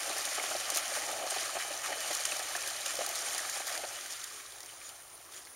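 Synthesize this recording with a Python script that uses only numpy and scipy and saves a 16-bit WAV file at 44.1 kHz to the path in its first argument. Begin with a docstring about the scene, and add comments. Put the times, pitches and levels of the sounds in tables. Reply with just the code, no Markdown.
"""Open field, long grass: a pack of dogs trots past and moves off. Patchy noise under contact envelopes makes
blades, stems and turf; tiny decaying grains make the crackle. Snapping stalks, paw falls and knocked stems are
short rings plus coloured noise bursts. Late on, insects chirp and soft pants or swishes sound as narrow noise;
the field adds hiss and a faint low rumble. The mono microphone path has a narrow notch and a band limit."""
import sys
import numpy as np
from scipy import signal
from scipy.io import wavfile
from scipy.ndimage import uniform_filter1d

SR = 44100
rng = np.random.default_rng(int(sys.argv[2]) if len(sys.argv) > 2 else 0)


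def store_wav(level_fs):
    """Save 16-bit WAV to argv[1]."""
    pcm = np.round(np.clip(np.atleast_2d(level_fs), -1, 1) * 32767)
    wavfile.write(sys.argv[1], SR, pcm.T.astype(np.int16))


N = 244972  # samples

# pack passing and leaving: (time [s], rustle level [dB], paw patter level [dB])
PACK_LEVELS = [(0.0, -39, -47), (0.34, -38.5, -47), (0.6, -39.5, -46), (0.93, -38, -47),
               (1.1, -40.5, -42.5), (1.22, -42.5, -44.5), (1.36, -38, -49), (1.51, -40.5, -48.5),
               (1.87, -42.5, -46.5), (2.05, -38.5, -48.5), (2.63, -40.5, -49), (2.84, -41.5, -51),
               (3.17, -39, -47), (3.63, -41.5, -52), (3.8, -43, -49), (4.03, -44.5, -55.5), (4.2, -45, -62),
               (4.44, -50.5, -63.5), (5.15, -57, -63), (5.55, -57.5, -66)]
# move to the far stem colour: (time [s], far share [0-1])
FAR_SHARE = [(2.6, 0.53), (3.8, 1)]
# legs sweeping through a tuft: (start [s], blade level [dB], stem level [dB], length [s])
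TUFT_SWEEPS = [(0.171, -37.5, -51, 0.027), (0.419, -41, -44.5, 0.043), (0.5, -39.5, -54, 0.016),
               (0.746, -36, -49, .025), (0.765, -33, -42, 0.013), (0.945, -37.5, -42.5, 0.028),
               (1.074, -48, -52, 0.016), (1.3, -33.5, -47, 0.0088), (1.584, -41.5, -42.5, 0.038),
               (1.83, -40.5, -40.5, 0.042), (2.128, -38, -51, 0.011), (2.251, -35, -41, 0.0054),
               (2.312, -36.5, -51, 0.011), (2.67, -34.5, -56, 0.011), (2.855, -37, -45.5, 0.055),
               (3.15, -37, -61, 0.014), (3.25, -40.5, -48.5, 0.077), (3.375, -35.5, -41.5, 0.016),
               (3.549, -39.5, -44, 0.028), (3.668, -41, -45, 0.032), (3.71, -41.5, -45, 0.048),
               (3.932, -53, -47.5, 0.054), (4.104, -42.5, -56, 0.027), (4.308, -50.5, -55, 0.084),
               (4.678, -53, -56, .04), (4.791, -52, -58, 0.087), (5.313, -51, -58.5, 0.081)]
# dry stalks snapping: (time [s], level before blow_db [dB], pitch [Hz], crack re snap [dB])
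STALK_SNAPS = [(0.0313, -25, 7110, -24), (0.167, -22, 6970, -25), (0.182, -22, 6050, -23),
               (0.253, -18, 9090, -22), (0.3326, -25, 6200, -22), (0.7015, -13.5, 5850, -26),
               (0.747, -20, 5900, -18), (0.759, -15.5, 9900, -18), (0.772, -14.5, 9050, -16),
               (0.951, -22, 8900, -24), (0.963, -26, 6700, -18), (1.114, -24, 8750, -19),
               (1.307, -18.5, 6530, -24), (1.479, -26, 5900, -24), (1.8607, -24, 6020, -24),
               (2.005, -21, 6000, -17), (2.1321, -21, 5900, -15), (2.1499, -14, 6100, -29),
               (2.1664, -23, 7200, -19), (2.2534, -13.5, 5840, -29), (2.3672, -21.5, 8870, -22),
               (2.393, -21, 4200, -27), (2.5637, -22, 9200, -21), (2.6765, -25, 8910, -18),
               (2.8074, -28, 6300, -12), (2.861, -17, 5890, -20), (2.954, -21, 5780, -19),
               (3.063, -17, 9050, -15), (3.0904, -22.5, 6700, -11), (3.155, -24, 6650, -15),
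               (3.313, -32, 7260, -12), (3.347, -21, 9500, -17), (3.38, -16, 8700, -23),
               (3.497, -19, 6800, -18), (3.6693, -21, 8980, -15), (3.678, -23, 6700, -16),
               (3.777, -22.5, 4600, -33), (3.958, -28, 3640, -24), (4.061, -27, 7150, -21),
               (4.1076, -27, 9000, -19), (4.2407, -20.5, 7440, -24), (4.4627, -34, 3900, -26),
               (4.4724, -39, 3700, -26), (4.5218, -32, 3670, -30), (4.584, -36, 3600, -26),
               (4.6048, -28, 7000, -22), (4.6309, -30.5, 5240, -19), (4.66, -31, 5600, -21),
               (4.891, -30, 9300, -15), (5.034, -42, 6300, -22), (5.4014, -48, 5600, -22),
               (5.4514, -37, 5200, -20), (5.4714, -41, 4200, -22)]
# heavier paw falls: (time [s], level before blow_db [dB], pitch [Hz])
PAW_FALLS = [(0.1, -29, 608), (0.162, -34, 755), (0.19, -35, 670), (0.379, -27.5, 735), (0.436, -31, 720),
             (0.51, -30.5, 634), (0.549, -27.5, 674), (0.72, -32.5, 546), (0.759, -30, 630),
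             (0.894, -38, 630), (0.963, -28.5, 845), (1.075, -33.5, 643), (1.087, -29, 825),
             (1.13, -37, 724), (1.191, -33, 567), (1.236, -32, 630), (1.264, -34, 610), (1.318, -29, 706),
             (1.362, -27.5, 760), (1.552, -27.5, 630), (1.566, -27, 698), (1.706, -33, 576),
             (1.903, -30, 810), (1.919, -28, 650), (2.106, -27.5, 596), (2.2, -35.5, 596),
             (2.322, -33, 600), (2.36, -34, 680), (2.395, -30, 766), (2.551, -31, 670), (2.863, -36.5, 566),
             (2.94, -33.5, 760), (2.988, -27, 533), (3.008, -25, 687), (3.072, -34, 794), (3.291, -39, 580),
             (3.563, -31.5, 813), (3.601, -32.5, 790), (3.836, -28, 596), (3.775, -42, 750),
             (3.909, -38.5, 790)]
# legs knocking thick stems: (time [s], level before blow_db [dB], pitch [Hz])
STEM_KNOCKS = [(0.397, -24, 2200), (0.5124, -29.5, 1290), (0.6907, -33, 1850), (0.776, -26, 1290),
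               (1.02, -28.5, 1840), (1.274, -28.5, 1250), (1.3398, -29.5, 1800), (1.494, -28.5, 1250),
               (1.6004, -26.5, 1920), (1.9275, -25.5, 1910), (2.251, -21.5, 3060), (2.3195, -23, 2610),
               (2.551, -25, 1730), (2.6367, -26, 2460), (2.8613, -27, 2950), (3.047, -31, 1260),
               (3.283, -28, 3120), (3.3788, -31, 1910), (3.392, -28, 1880), (3.4506, -31, 2280),
               (4.059, -36, 1920), (4.3125, -41, 1210), (4.4006, -39, 2270), (4.604, -40, 1920),
               (4.6972, -38, 2980), (4.815, -38, 2370), (4.895, -38, 3000), (5.29, -46, 1110),
               (5.47, -44, 2070)]
# insect chirps near 9.6 kHz and soft pants or swishes near 7 kHz: (centre time [s], level [dB], pitch [Hz])
CHIRPS_AND_PANTS = [(4.498, -60, 9600), (4.70, -60, 9600), (4.862, -50, 6960), (4.92, -57, 9550),
                    (5.144, -53, 9700), (5.37, -55, 6950), (5.379, -55, 9400), (5.53, -63, 10700)]
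# rumble fading: (time [s], gain [dB])
RUMBLE_FADE_DB = [(0, 1), (2.5, 0.5), (4, -2), (5.55, -3)]

# spectrum of thin blades rubbing: (frequency [Hz], relative density [dB per Hz])
BLADE_COLOUR = [(1940, -35), (2500, -22), (2740, -25), (2980, -10.5), (3500, -6.5), (4720, -3), (5140, -4),
                (6050, 0), (7260, 0.5), (7900, -1.5), (9120, -1), (15700, -21.5)]
# spectrum of stems bending: (frequency [Hz], relative density [dB per Hz])
STEM_COLOUR = [(560, -34), (960, -11.5), (1080, 2.5), (1260, 2.5), (1470, -2), (1780, 1), (2100, -3.5),
               (2440, 2), (2740, -5), (3040, 3), (3400, -13.5), (4420, -3), (7480, -120)]
# stems further off, ground echo cutting deeper: (frequency [Hz], relative density [dB per Hz])
FAR_STEM_COLOUR = [(560, -41), (960, -15.5), (1060, -8.5), (1220, -1.5), (1440, -4), (1870, -1),
                   (2040, -3.5), (2450, -4), (2730, -9), (2980, -4.5), (3400, -7.5), (4420, -16.5),
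                   (7480, -120)]
# spectrum of turf under paws: (frequency [Hz], relative density [dB per Hz])
SOIL_COLOUR = [(110, -77), (190, -30.5), (303, -12), (453, -10.5), (539, -3), (637, 0), (812, 0),
               (959, -11), (1000, -18), (1300, -32), (2200, -120)]
# brittle top of a near snap: (frequency [Hz], relative density [dB per Hz])
CRACK_COLOUR = [(6000, -49), (9500, -12), (11500, 11), (15800, 10)]
# spectrum of field hiss: (frequency [Hz], relative density [dB per Hz])
AIR_COLOUR = [(120, -43), (200, -15.5), (365, -2), (744, -8), (1050, -0.5), (1310, -3), (1600, -7),
              (4060, -15.5), (6650, -11), (7830, -15), (9400, 3), (11300, -12.5), (15700, -9.5)]
# spectrum of low rumble: (frequency [Hz], relative density [dB per Hz])
RUMBLE_COLOUR = [(12, -53), (20, -13), (32, -2.5), (75, -4), (108, 3), (124, -4.5), (140, -1.5),
                 (200, -24.5), (260, -46), (440, -120)]

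AIR_DB, RUMBLE_DB = -53.5, -71.5  # rumble before its fade
RUSTLE, PAWS = 1, 2  # columns of PACK_LEVELS
STEMS_NEAR_DB, STEMS_FAR_DB = -1.5, -5  # re rustle
SNAP_T60_S, CRACK_T60_S, THUD_T60_S, KNOCK_T60_S = 0.022, 0.022, 0.071, 0.028  # noise bursts; rings die sooner
SWEEP_RISE_S, SWEEP_RISE_SHARE = 0.0015, 0.099  # time constant = base + share of length
SWEEP_FADE_S, SWEEP_FADE_SHARE = 0.0053, 0.26
WEIGHT_DB, WEIGHT_LOSS_DB_PER_S, WEIGHT_PITCH_RATIO = -11, 4, 0.561  # low body of a paw fall
CHIRP_WIDTH_S = 0.053  # between 1/e points
NOTCH_HZ, NOTCH_WIDTH_HZ, NOTCH_DEPTH = 7880, 840, 0.98
EDGE_HZ = 15810


def gain_of(db):
    """Amplitude ratio of a level in dB."""
    return 10 ** (np.asarray(db) / 20)


def evened(x):
    """Scale to unit RMS."""
    return x / np.sqrt(np.mean(x ** 2) + 1e-20)


def add(mix, s, sound):
    """Add a sound in place at s seconds, cut at the end of the mix."""
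    part = mix[max(round(s * SR), 0):][:len(sound)]
    part += sound[:len(part)]


def colour(x, points):
    """Minimum-phase filter to the given spectrum; white noise keeps its power."""
    f, db = np.transpose(points)
    hz = np.abs(np.fft.fftfreq(8192, 1 / SR))
    gain_db = np.interp(np.log(hz + 1), np.log(f + 1), db)
    log_gain = np.log(gain_of(np.maximum(gain_db, -90)))
    spectrum = np.exp(np.conj(signal.hilbert(log_gain)))
    taps = np.fft.ifft(spectrum).real[:4096]
    return signal.oaconvolve(x, taps / np.linalg.norm(taps))[:N]


def patchy_noise(patchy_db, frames_wide, bins_wide):
    """White noise whose level drifts in random patches of time and frequency."""
    real, imag, patches = rng.standard_normal((N // 64 + 5, 129, 3)).T
    patches = uniform_filter1d(patches, int(bins_wide), 0)
    patches = evened(uniform_filter1d(patches, int(frames_wide), 1))
    spectrum = (real + 1j * imag) * gain_of(patchy_db * patches)
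    return evened(signal.istft(spectrum, nperseg=256, noverlap=192)[1][:N])


def brushes(per_s, spread_db, decay_s, rise_s):
    """Unit-RMS envelope of random contacts, each rising quickly and dying away, sizes varied."""
    chance, size = rng.random(N), np.minimum(rng.exponential(1, N), 4)
    t = np.arange(round(0.15 * SR)) / SR
    shape = np.exp(-t / decay_s) * (1 - np.exp(-t / rise_s))
    contacts = (chance < per_s / SR) * gain_of(2 * spread_db * size)  # power
    power = signal.oaconvolve(contacts, shape ** 2)[:N]
    return np.sqrt(np.abs(power) / np.mean(power))


def hits(rows, points, t60, ring, cycles, rise_s, blow_db):
    """Each blow: a ring of a few cycles at its pitch plus a longer noise burst in the struck colour."""
    t = np.arange(round(0.06 * SR)) / SR
    noise = rng.standard_normal((len(rows), len(t)))
    tone, burst = np.zeros(N), np.zeros(N)
    shape = gain_of(-60 * t / t60) * (1 - np.exp(-t / rise_s))
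    for (s, db, hz), hiss in zip(rows, noise):
        blow = shape * gain_of(db + blow_db) / shape.max()
        add(tone, s, blow * np.exp(-t * hz / cycles) * np.sin(2 * np.pi * hz * t))
        add(burst, s, blow * hiss)
    return ring * tone + (1 - ring) * colour(burst, points)


def small_hits(column, above_db, spread_db, low_hz, high_hz, count):
    """Lesser blows at random moments, their strength following a level of the pack."""
    when, size, pitch = rng.random((count, 3)).T
    s = when * N / SR
    table = np.transpose(PACK_LEVELS)
    db = np.interp(s, table[0], table[column]) + above_db + spread_db * size
    return np.transpose([s, db, low_hz * (high_hz / low_hz) ** pitch])


def field():
    """Steady patchy hiss of the open field over a faint, fading low rumble."""
    air = evened(colour(patchy_noise(2.8, 30, 3.4), AIR_COLOUR))
    rumble = evened(colour(rng.standard_normal(N), RUMBLE_COLOUR))
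    fade_db = np.interp(np.arange(N) / SR, *np.transpose(RUMBLE_FADE_DB))
    return gain_of(AIR_DB) * air + gain_of(RUMBLE_DB + fade_db) * rumble


def rustle(shared, bed, patchy_db, bins_wide, per_s, spread_db, decay_s, rise_s):
    """Patchy noise under a dense bed of far contacts (power share bed) plus nearer separate ones."""
    contacts = brushes(per_s, spread_db, decay_s, rise_s)
    envelope = shared * np.sqrt(bed + (1 - bed) * contacts ** 2)
    return evened(patchy_noise(patchy_db, 14, bins_wide) * envelope)


def crackle(per_s, spread_db, cycles, low_hz, high_hz, count):
    """Single blades cracking: grains of a few cycles, each pitch with its own sparse train."""
    size = gain_of(spread_db * np.minimum(rng.exponential(1, N), 4))
    size = size * (rng.random(N) < per_s / SR)
    kind, t, out = rng.integers(0, count, N), np.arange(128) / SR, np.zeros(N)
    for k, hz in enumerate(np.geomspace(low_hz, high_hz, count)):
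        grain = np.exp(-t * hz / cycles) * np.sin(2 * np.pi * hz * t)
        out += signal.oaconvolve(size * (kind == k), grain)[:N]
    return evened(colour(out, BLADE_COLOUR))


def pack():
    """Blades, stems and turf stirred by the passing dogs, with tuft sweeps and crackle."""
    time_s = np.arange(N) / SR
    table_s, rustle_db, patter_db = np.transpose(PACK_LEVELS)
    level_db = np.interp(time_s, table_s, rustle_db)
    paws_db = np.interp(time_s, table_s, patter_db)
    far = np.interp(time_s, *np.transpose(FAR_SHARE))
    stems_db = level_db + STEMS_NEAR_DB + (STEMS_FAR_DB - STEMS_NEAR_DB) * far
    swept_blades, swept_stems = sweeps()

    # a step stirs blades, stems and turf together
    steps = np.sqrt(1.1 + 0.15 * brushes(per_s=50, spread_db=-0.5, decay_s=0.021, rise_s=0.0014) ** 2)
    tuft = rustle(1, bed=0.52, patchy_db=2.5, bins_wide=10,
                  per_s=290, spread_db=-4.0, decay_s=0.0017, rise_s=0.00023)
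    blades = rustle(steps, bed=0.62, patchy_db=1.0, bins_wide=5.2,
                    per_s=210, spread_db=1.5, decay_s=0.0076, rise_s=0.00019)
    stems = rustle(steps, bed=1.0, patchy_db=1.5, bins_wide=3,
                   per_s=360, spread_db=1.0, decay_s=0.0083, rise_s=0.00047)
    paws = rustle(steps, bed=0.67, patchy_db=3.0, bins_wide=2,
                  per_s=63, spread_db=2.1, decay_s=0.054, rise_s=0.00072)
    cracks = crackle(per_s=700, spread_db=5.0, cycles=3.2, low_hz=1800, high_hz=13300, count=16)

    cracks = gain_of(level_db - 8.0) * cracks
    blades = colour(gain_of(level_db) * blades + np.sqrt(swept_blades) * tuft, BLADE_COLOUR)
    stems = gain_of(stems_db) * stems + np.sqrt(swept_stems) * tuft
    stems = (1 - far) * colour(stems, STEM_COLOUR) + far * colour(stems, FAR_STEM_COLOUR)
    turf = colour(gain_of(paws_db) * paws, SOIL_COLOUR)
    return blades + cracks + stems + turf


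def snaps():
    """Dry stalks break: a ring and a burst, topped by a brittle crack; lesser snaps fall at random."""
    s, db, hz, crisp_db = np.transpose(STALK_SNAPS)
    small = small_hits(RUSTLE, above_db=6.0, spread_db=7.0, low_hz=3000, high_hz=9700, count=45)
    rows = np.vstack([np.transpose([s, db, hz]), small])
    cracks = np.vstack([np.transpose([s, db + crisp_db, hz]), small + [0, -23.5, 0]])
    body = hits(rows, BLADE_COLOUR, SNAP_T60_S, ring=0.62, cycles=4.9, rise_s=0.0001, blow_db=-2.0)
    top = hits(cracks, CRACK_COLOUR, CRACK_T60_S, ring=0, cycles=4.5, rise_s=0.0006, blow_db=-3.5)
    return body + top


def paw_falls():
    """Paws thud on turf and crush stems; a lower, slower body weakens as the dogs go."""
    small = small_hits(PAWS, above_db=-4.0, spread_db=9.5, low_hz=570, high_hz=850, count=28)
    falls = np.vstack([PAW_FALLS, small])
    s, db, hz = falls.T
    weight = np.transpose([s, db + WEIGHT_DB - WEIGHT_LOSS_DB_PER_S * s, WEIGHT_PITCH_RATIO * hz])
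    thuds = hits(falls, SOIL_COLOUR, THUD_T60_S, ring=0.72, cycles=9.1, rise_s=0.0013, blow_db=-1.0)
    crushed = hits(falls, STEM_COLOUR, THUD_T60_S, ring=0, cycles=8.5, rise_s=0.0011, blow_db=-13.0)
    body = hits(weight, SOIL_COLOUR, THUD_T60_S, ring=0.9, cycles=9.9, rise_s=0.0084, blow_db=-2.5)
    return thuds + crushed + body


def sweeps():
    """Power of legs sweeping a tuft, for blades and stems: each rises, holds, then dies."""
    blades, stems = np.zeros(N), np.zeros(N)
    t = np.arange(round(0.25 * SR)) / SR
    for s, blades_db, stems_db, length in TUFT_SWEEPS:
        rise = SWEEP_RISE_S + SWEEP_RISE_SHARE * length
        fade = SWEEP_FADE_S + SWEEP_FADE_SHARE * length
        shape = (1 - np.exp(-t / rise)) * np.exp(-np.maximum(t - length, 0) / fade)
        add(blades, s, gain_of(2 * blades_db) * shape)
        add(stems, s, gain_of(2 * stems_db) * shape)
    return blades, stems


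def knocks():
    """Legs knock thick stems: mostly ring, some stem noise; lesser knocks fall at random."""
    small = small_hits(RUSTLE, above_db=5, spread_db=5, low_hz=1150, high_hz=3100, count=60)
    rows = np.vstack([STEM_KNOCKS, small])
    return hits(rows, STEM_COLOUR, KNOCK_T60_S, ring=0.78, cycles=9.0, rise_s=0.0013, blow_db=-1.0)


def chirps_and_pants(pole_width_hz=320):
    """Fuzzy whistles: narrow noise around each pitch, swelling and fading."""
    t, out = np.arange(round(0.3 * SR)) / SR - 0.15, np.zeros(N)
    r = np.exp(-np.pi * pole_width_hz / SR)
    noise = rng.standard_normal((len(CHIRPS_AND_PANTS), 2, len(t)))
    for (s, db, hz), (real, imag) in zip(CHIRPS_AND_PANTS, noise):
        slow = signal.lfilter([1], [1, -2 * r, r ** 2], real + 1j * imag)
        fuzz = slow * np.exp(2j * np.pi * hz * t)  # shift up to pitch
        swell = np.exp(-(2 * t / CHIRP_WIDTH_S) ** 2)
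        add(out, s + t[0], gain_of(db) * evened(fuzz.real) * swell)
    return out


def scene():
    """Sum all sources, the same in both channels."""
    mono = field() + pack() + snaps() + paw_falls() + knocks() + chirps_and_pants()
    return np.array([mono, mono])


def record(dry):
    """Microphone path: a narrow notch, then the band limit."""
    notched = signal.lfilter(*signal.iirnotch(NOTCH_HZ, NOTCH_HZ / NOTCH_WIDTH_HZ, SR), dry)
    notched = dry + NOTCH_DEPTH * (notched - dry)
    low_pass = signal.firwin(1535, EDGE_HZ, window=("kaiser", 9), fs=SR)
    return signal.oaconvolve(notched, low_pass[None], "same")


dry = scene()
out = record(dry)
store_wav(out)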